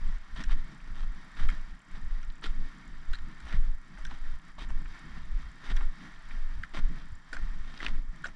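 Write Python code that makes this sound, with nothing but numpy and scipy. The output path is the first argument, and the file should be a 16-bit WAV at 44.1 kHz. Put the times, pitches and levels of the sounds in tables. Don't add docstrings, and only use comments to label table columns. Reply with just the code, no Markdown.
import sys
import numpy as np
from scipy import signal
from scipy.fft import rfft, irfft
from scipy.io import wavfile
from scipy.ndimage import uniform_filter1d

SR = 44100
rng = np.random.default_rng(int(sys.argv[2]) if len(sys.argv) > 2 else 0)


def bounce(signal):
    frames = np.transpose(np.atleast_2d(signal))
    limited = np.clip(frames, -1, 1)
    pcm = np.round(limited * 32767).astype(np.int16)
    wavfile.write(sys.argv[1], SR, pcm)


N = 368235
TIME = np.arange(N) / SR
TOP_HZ = 12400


def undb(db):
    return 10 ** (np.asarray(db) / 20)


def unit(x):
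    return x / np.sqrt(np.mean(x ** 2))


def colour(x, points, resonances=(), size=16384):
    hz = np.maximum(np.fft.rfftfreq(size, 1 / SR), 1)
    at, db = np.transpose(points)
    shape = np.interp(np.log(hz), np.log(at), db)
    for centre, width, lift in resonances:
        shape = shape + lift / (1 + (2 * (hz - centre) / width) ** 2)
    cepstrum = irfft(np.log(undb(shape)))[:size // 2]
    response = irfft(np.exp(rfft(2 * cepstrum, size)))
    return unit(signal.oaconvolve(x, response)[:len(x)])


def walk(rate):
    hold = max(int(SR / rate), 1)
    levels = rng.standard_normal(N // hold + 1)
    return unit(uniform_filter1d(np.repeat(levels, hold), hold)[:N])


def grains(rate, spread_db):
    spread = undb(spread_db * np.minimum(rng.exponential(size=N), 4))
    sizes = rng.standard_normal(N) * spread
    struck = rng.random(N) < rate / SR
    return unit(sizes * struck)


def ring(modes, tilt_db=0, detune=0):
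    hz, db, t60 = np.transpose(modes)[:, :, None]
    t = TIME[:int(t60.max() * SR)]
    db = db + tilt_db * np.log2(hz / hz[0])
    hz = hz * (1 + detune * rng.standard_normal(hz.shape))
    sign = (-1) ** np.arange(len(modes))[:, None]
    return np.sum(sign * undb(db - 60 * t / t60) * np.sin(2 * np.pi * hz * t), axis=0)


def contact(seconds, rough):
    t = TIME[:SR // 10]
    skid = rng.standard_normal(len(t)) * np.exp(-t / seconds)
    return (t == 0) + rough * skid / np.linalg.norm(skid)


def add(track, s, sound, db):
    start = max(int(s * SR), 0)
    part = sound[:N - start]
    track[start:start + len(part)] += part * undb(db) / np.abs(sound).max()


def around(x, hz, octaves, order):
    band = [hz / 2 ** octaves, min(hz * 2 ** octaves, TOP_HZ)]
    return signal.sosfilt(signal.butter(order, band, "band", fs=SR, output="sos"), x)


def swell(s, rise, fall, shape=2):
    out = np.zeros(N)
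    near = slice(max(int((s - 4 * rise) * SR), 0), int((s + 4 * fall) * SR))
    t = TIME[near] - s
    out[near] = np.exp(-np.abs(t / np.where(t < 0, rise, fall)) ** shape)
    return out


HOUSING_RESONANCES = [(644.4, 15.6, 9.5), (1380, 10, 7.5), (1830, 277, 10.5), (2194, 115, 6),
                      (3190, 130, 7), (3730, 330, 5.5), (4720, 350, 4.5), (7490, 160, 8.5)]
# (f/Hz, relative level/dB)
OPEN_AIR_OUTLINE = [(100, 0), (250, 0), (480, -14), (750, -5.5), (1080, 0.5), (1400, 0), (1900, -6.5),
                    (2300, -9), (2700, -14), (4000, -18), (5800, -15.5), (6800, -23), (10000, -29),
                    (12000, -36.5)]


def open_air(level_db=-61.5):
    return undb(level_db) * colour(rng.standard_normal(N), OPEN_AIR_OUTLINE, HOUSING_RESONANCES)


# (t/s, half length to 1/e/s, strap and breeze level change/dB, hiss and swish level change/dB)
LULL_TIMES = [(0.232, 0.094, -11, -4), (1.83, 0.057, -7.5, -10), (2.413, 0.027, 1.5, -10),
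              (3.783, 0.056, -5, -6), (4.396, 0.031, -4, -5), (4.55, 0.056, -6, -10), (5.54, 0.15, -4, 0),
              (6.237, 0.023, -10, 2.5), (7.23, 0.093, -7.5, -6.5), (8.066, 0.048, -5, -13)]


def lulls(depths_db):
    return sum(db * swell(s, length, length) for (s, length, *_), db in zip(LULL_TIMES, depths_db))


# (t/s, nominal strap rub level/dB, nominal hiss level/dB)
STEP_TIMES = [(0.061, -58, -55.5), (0.511, -55.5, -55.5), (1.00, -62, -59.5), (1.453, -57.5, -54),
              (2.084, -64, -59), (2.549, -59.5, -57.5), (3.114, -62.5, -56.5), (3.593, -59, -58.5),
              (4.266, -64, -58.5), (4.733, -55.5, -58), (5.31, -57.5, -58.5), (5.775, -57.5, -54.5),
              (6.396, -66.5, -59), (6.837, -56, -56), (7.448, -61, -58.5), (7.937, -57, -57)]
# (t/s, half length to 1/e/s, nominal strap level/dB, nominal hiss level/dB)
CLOTH_STROKES = [(0.407, 0.021, -47, -56), (0.706, 0.067, -54.5, -57), (1.542, 0.028, -57.5, -72),
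                 (1.994, 0.11, -56.5, -91), (2.78, 0.25, -57, -89), (3.286, 0.046, -57.5, -58.5),
                 (3.95, 0.051, -59.5, -79), (4.12, 0.026, -57.5, -66), (4.278, 0.036, -70, -57),
                 (4.489, 0.027, -60, -57), (4.994, 0.23, -65, -56.5), (5.19, 0.041, -60, -67),
                 (5.41, 0.023, -56, -69), (6.038, 0.057, -51, -54.5), (6.34, 0.087, -66, -55),
                 (6.915, 0.017, -52.5, -70), (7.54, 0.011, -55.5, -55.5), (7.982, 0.025, -51, -61)]
SWING_S = 0.17


def cloth_motion(step_db, rest_db, lull_db, rub_db):
    times = np.array(STEP_TIMES)[:, 0]
    swing = np.minimum(sum(swell(s, SWING_S, SWING_S) for s in times), 1)
    strokes = sum(undb(db) * swell(s, length, length)
                  for (s, length, *_), db in zip(CLOTH_STROKES, rub_db))
    walking_db = np.interp(TIME, times, step_db) + rest_db * (1 - swing) + lulls(lull_db)
    return np.hypot(undb(walking_db), strokes)


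# (f/Hz, relative level/dB)
HISS_OUTLINE = [(200, 0.5), (480, -17), (750, -6), (1080, 1.5), (1400, 0.5), (1900, -5), (2300, -7),
                (2700, -14), (5000, -30.5), (10000, -34.5)]
# (f/Hz, relative level/dB)
SWISH_OUTLINE = [(1200, -9), (2500, -6), (3500, -5.5), (4300, -8), (5800, -8), (6700, -17.5), (8000, -22.5),
                 (9000, -20.5), (11000, -26), (13000, -31)]


def air(swish_db=-6.5, rest_db=-2, folds_db=1.73, folds_rate=16):
    hiss = colour(rng.standard_normal(N), HISS_OUTLINE, HOUSING_RESONANCES)
    hiss = hiss * undb(0.7 * walk(45))
    swish = colour(grains(rate=14000, spread_db=-1.0), SWISH_OUTLINE, HOUSING_RESONANCES)
    swish = swish * undb(0.7 * walk(45))
    motion = cloth_motion(np.array(STEP_TIMES)[:, 2], rest_db,
                          np.array(LULL_TIMES)[:, 3], np.array(CLOTH_STROKES)[:, 3])
    folds = undb(-0.53 + folds_db * walk(folds_rate))
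    return (hiss + undb(swish_db) * swish) * motion * folds


# (f/Hz, level relative to the tick/dB, t60/s)
TICK_CASE_MODES = [(7230, -2.5, 0.019)]
TICK_HZ = 29.966
TICK_START_HZ, TICK_GLIDE_HZ_PER_S = 6630, 627000
TICK_RISE_S, TICK_FALL_S = 0.00083, 0.0026


def ticking(first=0.013, db=-64.5, scatter_db=2.5, jitter=0.0032, rasp_hz=900):
    out = np.zeros(N)
    t = TIME[:SR // 110]
    shape = (1 - np.exp(-(t / TICK_RISE_S) ** 2)) * np.exp(-t / TICK_FALL_S)
    rasp = signal.sosfilt(signal.butter(2, rasp_hz, fs=SR, output="sos"), rng.standard_normal(N))
    for s in np.arange(first, TIME[-1] - 0.03, 1 / TICK_HZ):
        late, size, glide = rng.standard_normal(3)
        when, tick_db = s + jitter * late, db + scatter_db * size
        hz = TICK_START_HZ + TICK_GLIDE_HZ_PER_S * (1 + 0.19 * glide) * t
        chirp = shape * rasp[int(s * SR):][:len(t)] * np.sin(2 * np.pi * np.cumsum(hz) / SR)
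        add(out, when, chirp, tick_db)
        add(out, when, ring(TICK_CASE_MODES, detune=0.014), tick_db + TICK_CASE_MODES[0][1])
    return out


# (f/Hz, relative level/dB)
STRAP_OUTLINE = [(60, -25), (100, -14.5), (135, -1.5), (170, 1), (230, -5), (300, -8.5), (380, -20),
                 (520, -29), (900, -77)]
# (t/s, peak level/dB)
CAMERA_JOLTS = [(1.401, -36.5), (3.536, -28), (5.703, -35.5), (6.783, -33)]
# (f/Hz before detuning, relative level/dB, t60/s)
CAMERA_MODES = [(62, -2, 0.086), (130.3, -5.5, 0.13), (170, -3, 0.052), (237, -12, 0.11),
                (282, -14.5, 0.062)]


def body(rest_db=-3.5, waver_db=2.5, waver_rate=24):
    motion = cloth_motion(np.array(STEP_TIMES)[:, 1], rest_db,
                          np.array(LULL_TIMES)[:, 2], np.array(CLOTH_STROKES)[:, 2])
    waver = undb(2.74 + waver_db * walk(waver_rate))
    out = colour(rng.standard_normal(N), STRAP_OUTLINE) * motion * waver
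    for s, db in CAMERA_JOLTS:
        thud = signal.fftconvolve(contact(0.011, rough=0.26), ring(CAMERA_MODES, detune=0.059))
        add(out, s, thud, db)
    return out


# (f/Hz, relative level/dB)
RUMBLE_OUTLINE = [(5, -28), (9, 2.5), (16, 9.5), (29, -5), (41, -12.5), (60, -22.5), (90, -37.5),
                  (150, -44), (400, -91.5)]
# (t/s, half length to 1/e/s, deep eddy level/dB, flutter level/dB)
AIR_PUFFS = [(0.062, 0.1, -22, -45), (0.341, 0.026, -35, -40.5), (0.531, 0.077, -17.5, -47),
             (0.909, 0.032, -33, -42.5), (1.048, 0.081, -25.5, -53), (1.459, 0.048, -14, -36.5),
             (1.598, 0.05, -28.5, -55), (1.727, 0.025, -55, -49), (2.048, 0.024, -37, -40),
             (2.128, 0.098, -25, -59), (2.291, 0.033, -29.5, -52), (2.496, 0.031, -21, -47),
             (2.608, 0.052, -21.5, -47), (2.964, 0.09, -36.5, -53), (3.11, 0.023, -19, -40.5),
             (3.227, 0.047, -28.5, -44.5), (3.452, 0.026, -50, -40.5), (3.586, 0.048, -17, -50),
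             (3.695, 0.068, -22, -45), (4.127, 0.035, -37, -50), (4.271, 0.068, -24, -63),
             (4.344, 0.024, -34, -41.5), (4.666, 0.086, -33.5, -48), (4.757, 0.04, -21, -42),
             (4.888, 0.032, -30.5, -45.5), (5.195, 0.12, -35.5, -46.5), (5.347, 0.038, -22, -62),
             (5.464, 0.039, -44, -40.5), (5.741, 0.042, -18.5, -40), (5.843, 0.052, -18, -48),
             (6.432, 0.099, -24, -60), (6.585, 0.047, -34.5, -39.5), (6.845, 0.067, -18.5, -43),
             (7.132, 0.027, -42, -41), (7.425, 0.078, -29, -52), (7.532, 0.11, -30.5, -63),
             (7.95, 0.084, -21, -47), (8.098, 0.017, -29.5, -54)]
GUST_SHAPE = 1.6
BREEZE_DB, BREEZE_FLUTTER_DB = -43.5, -62


def wind(split_hz=44, breeze_waver_db=6.5, breeze_rate=9):
    rumble = colour(rng.standard_normal(N), RUMBLE_OUTLINE)
    breeze = undb(lulls(np.array(LULL_TIMES)[:, 2]) + breeze_waver_db * walk(breeze_rate))
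    _, _, deep_db, flutter_db = np.transpose(AIR_PUFFS)
    bands = (("low", deep_db, BREEZE_DB), ("high", flutter_db, BREEZE_FLUTTER_DB))
    out = np.zeros(N)
    for side, levels_db, rest_db in bands:
        eddies = signal.sosfiltfilt(signal.butter(5, split_hz, side, fs=SR, output="sos"), rumble)
        strength = uniform_filter1d(np.sqrt(uniform_filter1d(eddies ** 2, SR // 20)), SR // 40)
        gusts = sum(undb(db) * swell(s, length, length, GUST_SHAPE)
                    for (s, length, *_), db in zip(AIR_PUFFS, levels_db))
        out += eddies / strength * np.hypot(gusts, undb(rest_db) * breeze)
    return out


# (f/Hz, relative level/dB)
GRIT_OUTLINE = [(120, -5), (250, 11.5), (500, -3.5), (900, 2.5), (1400, 4.5), (1900, -6), (2700, -6.5),
                (3500, -8.5), (4600, -15), (6000, -13), (7000, -23.5), (9000, -22), (11000, -36.5)]
# (t of the strongest rub/s, 1/e rise/s, 1/e fall/s, nominal level/dB,
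# gain below about 900 Hz/dB, gain around 2900-5200 Hz/dB)
SOLE_SCUFFS = [(0.372, 0.016, 0.013, -47.5, -20, 4.5), (0.405, 0.02, 0.023, -44.5, -9, 5.5),
               (0.518, 0.025, 0.018, -47, -9, 6), (0.883, 0.009, 0.0035, -49.5, -5, -18),
               (1.02, 0.086, 0.044, -52, -7, 1), (1.371, 0.0069, 0.031, -47.5, -17, 4),
               (1.419, 0.022, 0.038, -47, -5.5, 0), (1.965, 0.029, 0.013, -58, 3, 3),
               (2.44, 0.015, 0.058, -48, -7, 8.5), (3.535, 0.075, 0.042, -50.5, 1, 5.5),
               (3.986, 0.009, 0.041, -52.5, -15, -16), (4.14, 0.048, 0.045, -52.5, -7, 0.5),
               (4.586, 0.0019, 0.014, -53, -2, 5), (4.616, 0.017, 0.032, -47, -2.5, 0.5),
               (4.71, 0.021, 0.012, -50.5, -2, -16), (5.672, 0.035, 0.012, -49.5, -1, 4),
               (5.71, 0.03, 0.018, -46.5, 0, 5), (5.825, 0.021, 0.026, -56.5, 8.5, 3),
               (6.751, 0.013, 0.033, -46, 4.5, 7), (6.777, 0.015, 0.032, -46.5, -3, 0.5),
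               (7.00, 0.02, 0.03, -58, 4, 9.5), (7.337, 0.012, 0.05, -58.5, 13, 7),
               (7.76, 0.16, 0.039, -56, -6, 4.5), (7.850, 0.05, 0.05, -46.5, 1.5, 7),
               (8.259, 0.022, 0.052, -52, -3, -10)]


def soles():
    grit = colour(grains(rate=2600, spread_db=0.5), GRIT_OUTLINE, HOUSING_RESONANCES)
    grit = grit * undb(2.1 * walk(160))
    low = signal.sosfilt(signal.butter(1, 900, fs=SR, output="sos"), grit)
    high = signal.sosfilt(signal.butter(1, [2900, 5200], "band", fs=SR, output="sos"), grit)
    out = np.zeros(N)
    for s, rise, fall, db, weight_db, treble_db in SOLE_SCUFFS:
        near = slice(max(int((s - 4 * rise) * SR), 0), int((s + 5 * fall) * SR))
        t = TIME[near] - s
        pressure = np.exp(-np.abs(t / np.where(t < 0, rise, fall)) ** 2.75)
        rub = grit[near] + (undb(weight_db) - 1) * low[near] + (undb(treble_db) - 1) * high[near]
        out[near] += undb(db) * pressure * rub
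    return out


# (t/s, half length/s, rms level over the whole length/dB, median f of the grains/Hz)
GRAVEL_PATCHES = [(0.375, 0.013, -56, 3450), (0.403, 0.033, -51, 1850), (0.516, 0.017, -56, 2560),
                  (1.409, 0.035, -52.5, 1590), (1.418, 0.022, -59, 3400), (2.444, 0.007, -42.5, 3330),
                  (2.457, 0.009, -48, 3700), (3.528, 0.036, -51, 1870), (4.615, 0.034, -54, 3360),
                  (5.706, 0.022, -48.5, 1800), (6.777, 0.023, -51, 2550), (7.81, 0.0075, -46, 1760),
                  (7.849, 0.015, -53, 3750), (7.865, 0.026, -47, 2070)]


def crunch(rate=900, scatter_octaves=0.2, spread_db=1.0, cycles=2.1):
    out = np.zeros(N)
    t = TIME[:SR // 100]
    for s, length, db, hz in GRAVEL_PATCHES:
        patch = np.zeros(N)
        count = int(2 * length * rate)
        for slot, (when, size, pitch) in enumerate(rng.standard_normal((count, 3))):
            place = 2 * (slot + 0.5 + 0.5 * when) / count - 1
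            turns = hz * 2 ** (scatter_octaves * pitch) * t
            ping = np.sin(2 * np.pi * turns) * np.exp(-turns / cycles)
            add(patch, s + length * place, ping, spread_db * size - 6 * place ** 2)
        patch = colour(patch, [(20, 0), (SR / 2, 0)], HOUSING_RESONANCES)
        out += undb(db) * patch * np.sqrt(2 * length * SR / np.sum(patch ** 2))
    return out


# (t/s, peak level/dB, f/Hz, skid time constant/ms)
STONE_CRACKS = [(0.411, -39, 1900, 2), (0.518, -36, 1900, 1.5), (0.803, -45, 1920, 0.79),
                (1.37, -39, 1900, 0.91), (1.396, -39, 1700, 2), (1.489, -33, 1750, 2.3),
                (2.301, -44.5, 3200, 3.4), (3.526, -38, 1900, 0.9), (3.533, -36, 1900, 1),
                (3.9744, -41, 1450, 1.5), (4.013, -48, 1500, 1.7), (4.1105, -39.5, 2600, 1.6),
                (4.697, -45, 1990, 6.6), (4.857, -40, 1690, 4.5), (5.705, -39, 1800, 2.2),
                (5.81, -39, 2000, 0.69), (6.139, -44, 1900, 1), (6.308, -40, 1800, 8),
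                (6.742, -39, 2200, 2.9), (6.773, -30, 1600, 1.5), (7.776, -42, 3540, 2.4),
                (7.829, -28, 1600, 1.8), (7.8295, -37.5, 3600, 1.4), (7.864, -19.5, 2250, 1.6)]


def stones(octaves=0.53):
    out = np.zeros(N)
    faint = [(TIME[-1] * when, -54 + 6 * size ** 2, 1500 * 2 ** pitch, 1)
             for when, size, pitch in rng.random((45, 3))]
    for s, db, hz, ms in STONE_CRACKS + faint:
        add(out, s, around(contact(ms / 1000, rough=3.5), hz, octaves, order=3), db)
    return out


# (f/Hz before detuning, level before brightness tilt/dB, t60/s)
SHAFT_MODES = [(1350, 3, 0.032), (1600, 9, 0.012), (1830, 4, 0.024), (2145, -6, 0.034),
               (2436, -12.5, 0.042), (2760, -4, 0.0098), (3300, -14.5, 0.029), (3950, -10.5, 0.015),
               (4750, -12, 0.0049), (5460, -16, 0.0055), (6150, -27, 0.021), (7340, -18.5, 0.0064),
               (9100, -21.5, 0.0023)]
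RING_RISE_S, RING_WOBBLE = 0.001, 0.053
RING_T60_S = 0.025


def favoured_ring(hz, skid_s, hold_share=0.56):
    t = TIME[:SR // 20]
    wobble = unit(uniform_filter1d(rng.standard_normal(len(t)), SR // 700))
    t60 = RING_T60_S * (SHAFT_MODES[0][0] / hz) ** 0.47
    decay = 1000 ** (-np.maximum(t - hold_share * skid_s, 0) / t60)
    turns = np.cumsum(hz * (1 + RING_WOBBLE * wobble)) / SR
    return (1 - np.exp(-(t / RING_RISE_S) ** 2)) * decay * np.sin(2 * np.pi * turns)


# (t/s, peak level/dB, brightness in dB per octave,
# skid time constant/ms, favoured ring f/Hz, its peak level/dB)
POLE_TAPS = [(0.437, -35.5, 7.5, 5, 5500, -43.5), (0.494, -39, 2, 3.9, 1110, -44),
             (1.4862, -33, 5.5, 2.5, 1480, -40), (1.49, -34.5, 4, 9.7, 2170, -40),
             (1.5005, -35, 7, 1.7, 3280, -44), (2.2293, -41, 5, 2, 5790, -54),
             (2.4396, -33, 6, 4.6, 3220, -46), (2.463, -39, 9, 4, 1480, -34.5),
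             (3.1318, -33, 5, 5.9, 1466, -35), (3.1353, -40, 5, 3.2, 3950, -38),
             (3.1456, -38, 4, 3.5, 3950, -39), (3.153, -40.5, 7, 4.8, 3950, -42),
             (3.1863, -41, 1, 1.5, 3950, -53), (3.403, -43.5, 7, 1.3, 1830, -52),
             (4.0495, -46, 13, 5.4, 5860, -48), (4.051, -35, -9, 3.5, 3520, -41),
             (4.065, -52, 12, 4.4, 5800, -47), (4.0727, -45, 2, 1.7, 1650, -42),
             (5.7633, -42, 6, 5, 5840, -44.5), (5.7675, -39, 8, 2.2, 3500, -42),
             (5.7715, -41, 4, 3.5, 1600, -39), (6.632, -37, 4, 3, 2100, -43),
             (6.635, -30, 3, 1.7, 2050, -35), (6.6447, -40, 5, 3.6, 1550, -55),
             (7.329, -37, 10, 8, 1473, -31), (7.3303, -41, 6, 2.7, 4800, -43),
             (7.338, -49, 5, 2.5, 5070, -46), (7.3438, -41, 9, 9, 1480, -42),
             (7.3662, -34, 4, 1.7, 1600, -38), (7.369, -49, 3, 1.5, 1600, -39),
             (7.8025, -37, -2, 2.5, 2000, -33), (8.2389, -41, -4.5, 1.4, 1500, -41),
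             (8.2423, -35, 7.5, 6.8, 1443, -27.5), (8.2527, -36.5, 5, 8.9, 1450, -32.5),
             (8.258, -36, 6, 5.8, 1470, -38), (8.266, -44, 10, 12, 5970, -50),
             (8.284, -49, 2, 2, 1400, -47)]


def poles(lowest_hz=1000, scrape_db=-11):
    out = np.zeros(N)
    thin = signal.butter(3, lowest_hz, "high", fs=SR, output="sos")
    stone = signal.butter(2, [1200, 3400], "band", fs=SR, output="sos")
    for s, db, bright_db, skid_ms, ring_hz, ring_db in POLE_TAPS:
        push = contact(skid_ms / 1000, rough=7.5)
        buzz = contact(0.0092, rough=1.0)
        push[1:] += buzz[1:]
        shaft = signal.fftconvolve(push, ring(SHAFT_MODES, bright_db, detune=0.02))[:len(push)]
        scrape = signal.sosfilt(stone, push)
        tap = signal.sosfilt(thin, unit(shaft) + undb(scrape_db) * unit(scrape))
        add(out, s, tap, db)
        add(out, s, favoured_ring(ring_hz, skid_ms / 1000), ring_db)
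    return out


# (t/s, peak level/dB, f/Hz)
HEEL_KNOCKS = [(2.4235, -42, 1070), (2.440, -39.5, 365), (4.110, -41.5, 1100), (4.5825, -41, 790),
               (4.5845, -41, 1070), (5.809, -39.5, 1150), (7.330, -47, 526), (7.367, -50, 724),
               (7.826, -46, 514), (8.255, -40, 610)]


def heels(octaves=0.33):
    out = np.zeros(N)
    for s, db, hz in HEEL_KNOCKS:
        add(out, s, around(contact(0.0094, rough=3.8), hz, octaves, order=2), db)
    return out


def scene():
    surroundings = open_air() + air() + ticking() + body() + wind()
    footsteps = soles() + crunch() + stones() + heels()
    return (surroundings + footsteps + poles())[None]


def record(dry):
    soft = signal.sosfilt(signal.butter(4, 10600, fs=SR, output="sos"), dry)
    return signal.sosfilt(signal.ellip(8, 0.2, 70, TOP_HZ, fs=SR, output="sos"), soft)


dry = scene()
out = record(dry)
bounce(out)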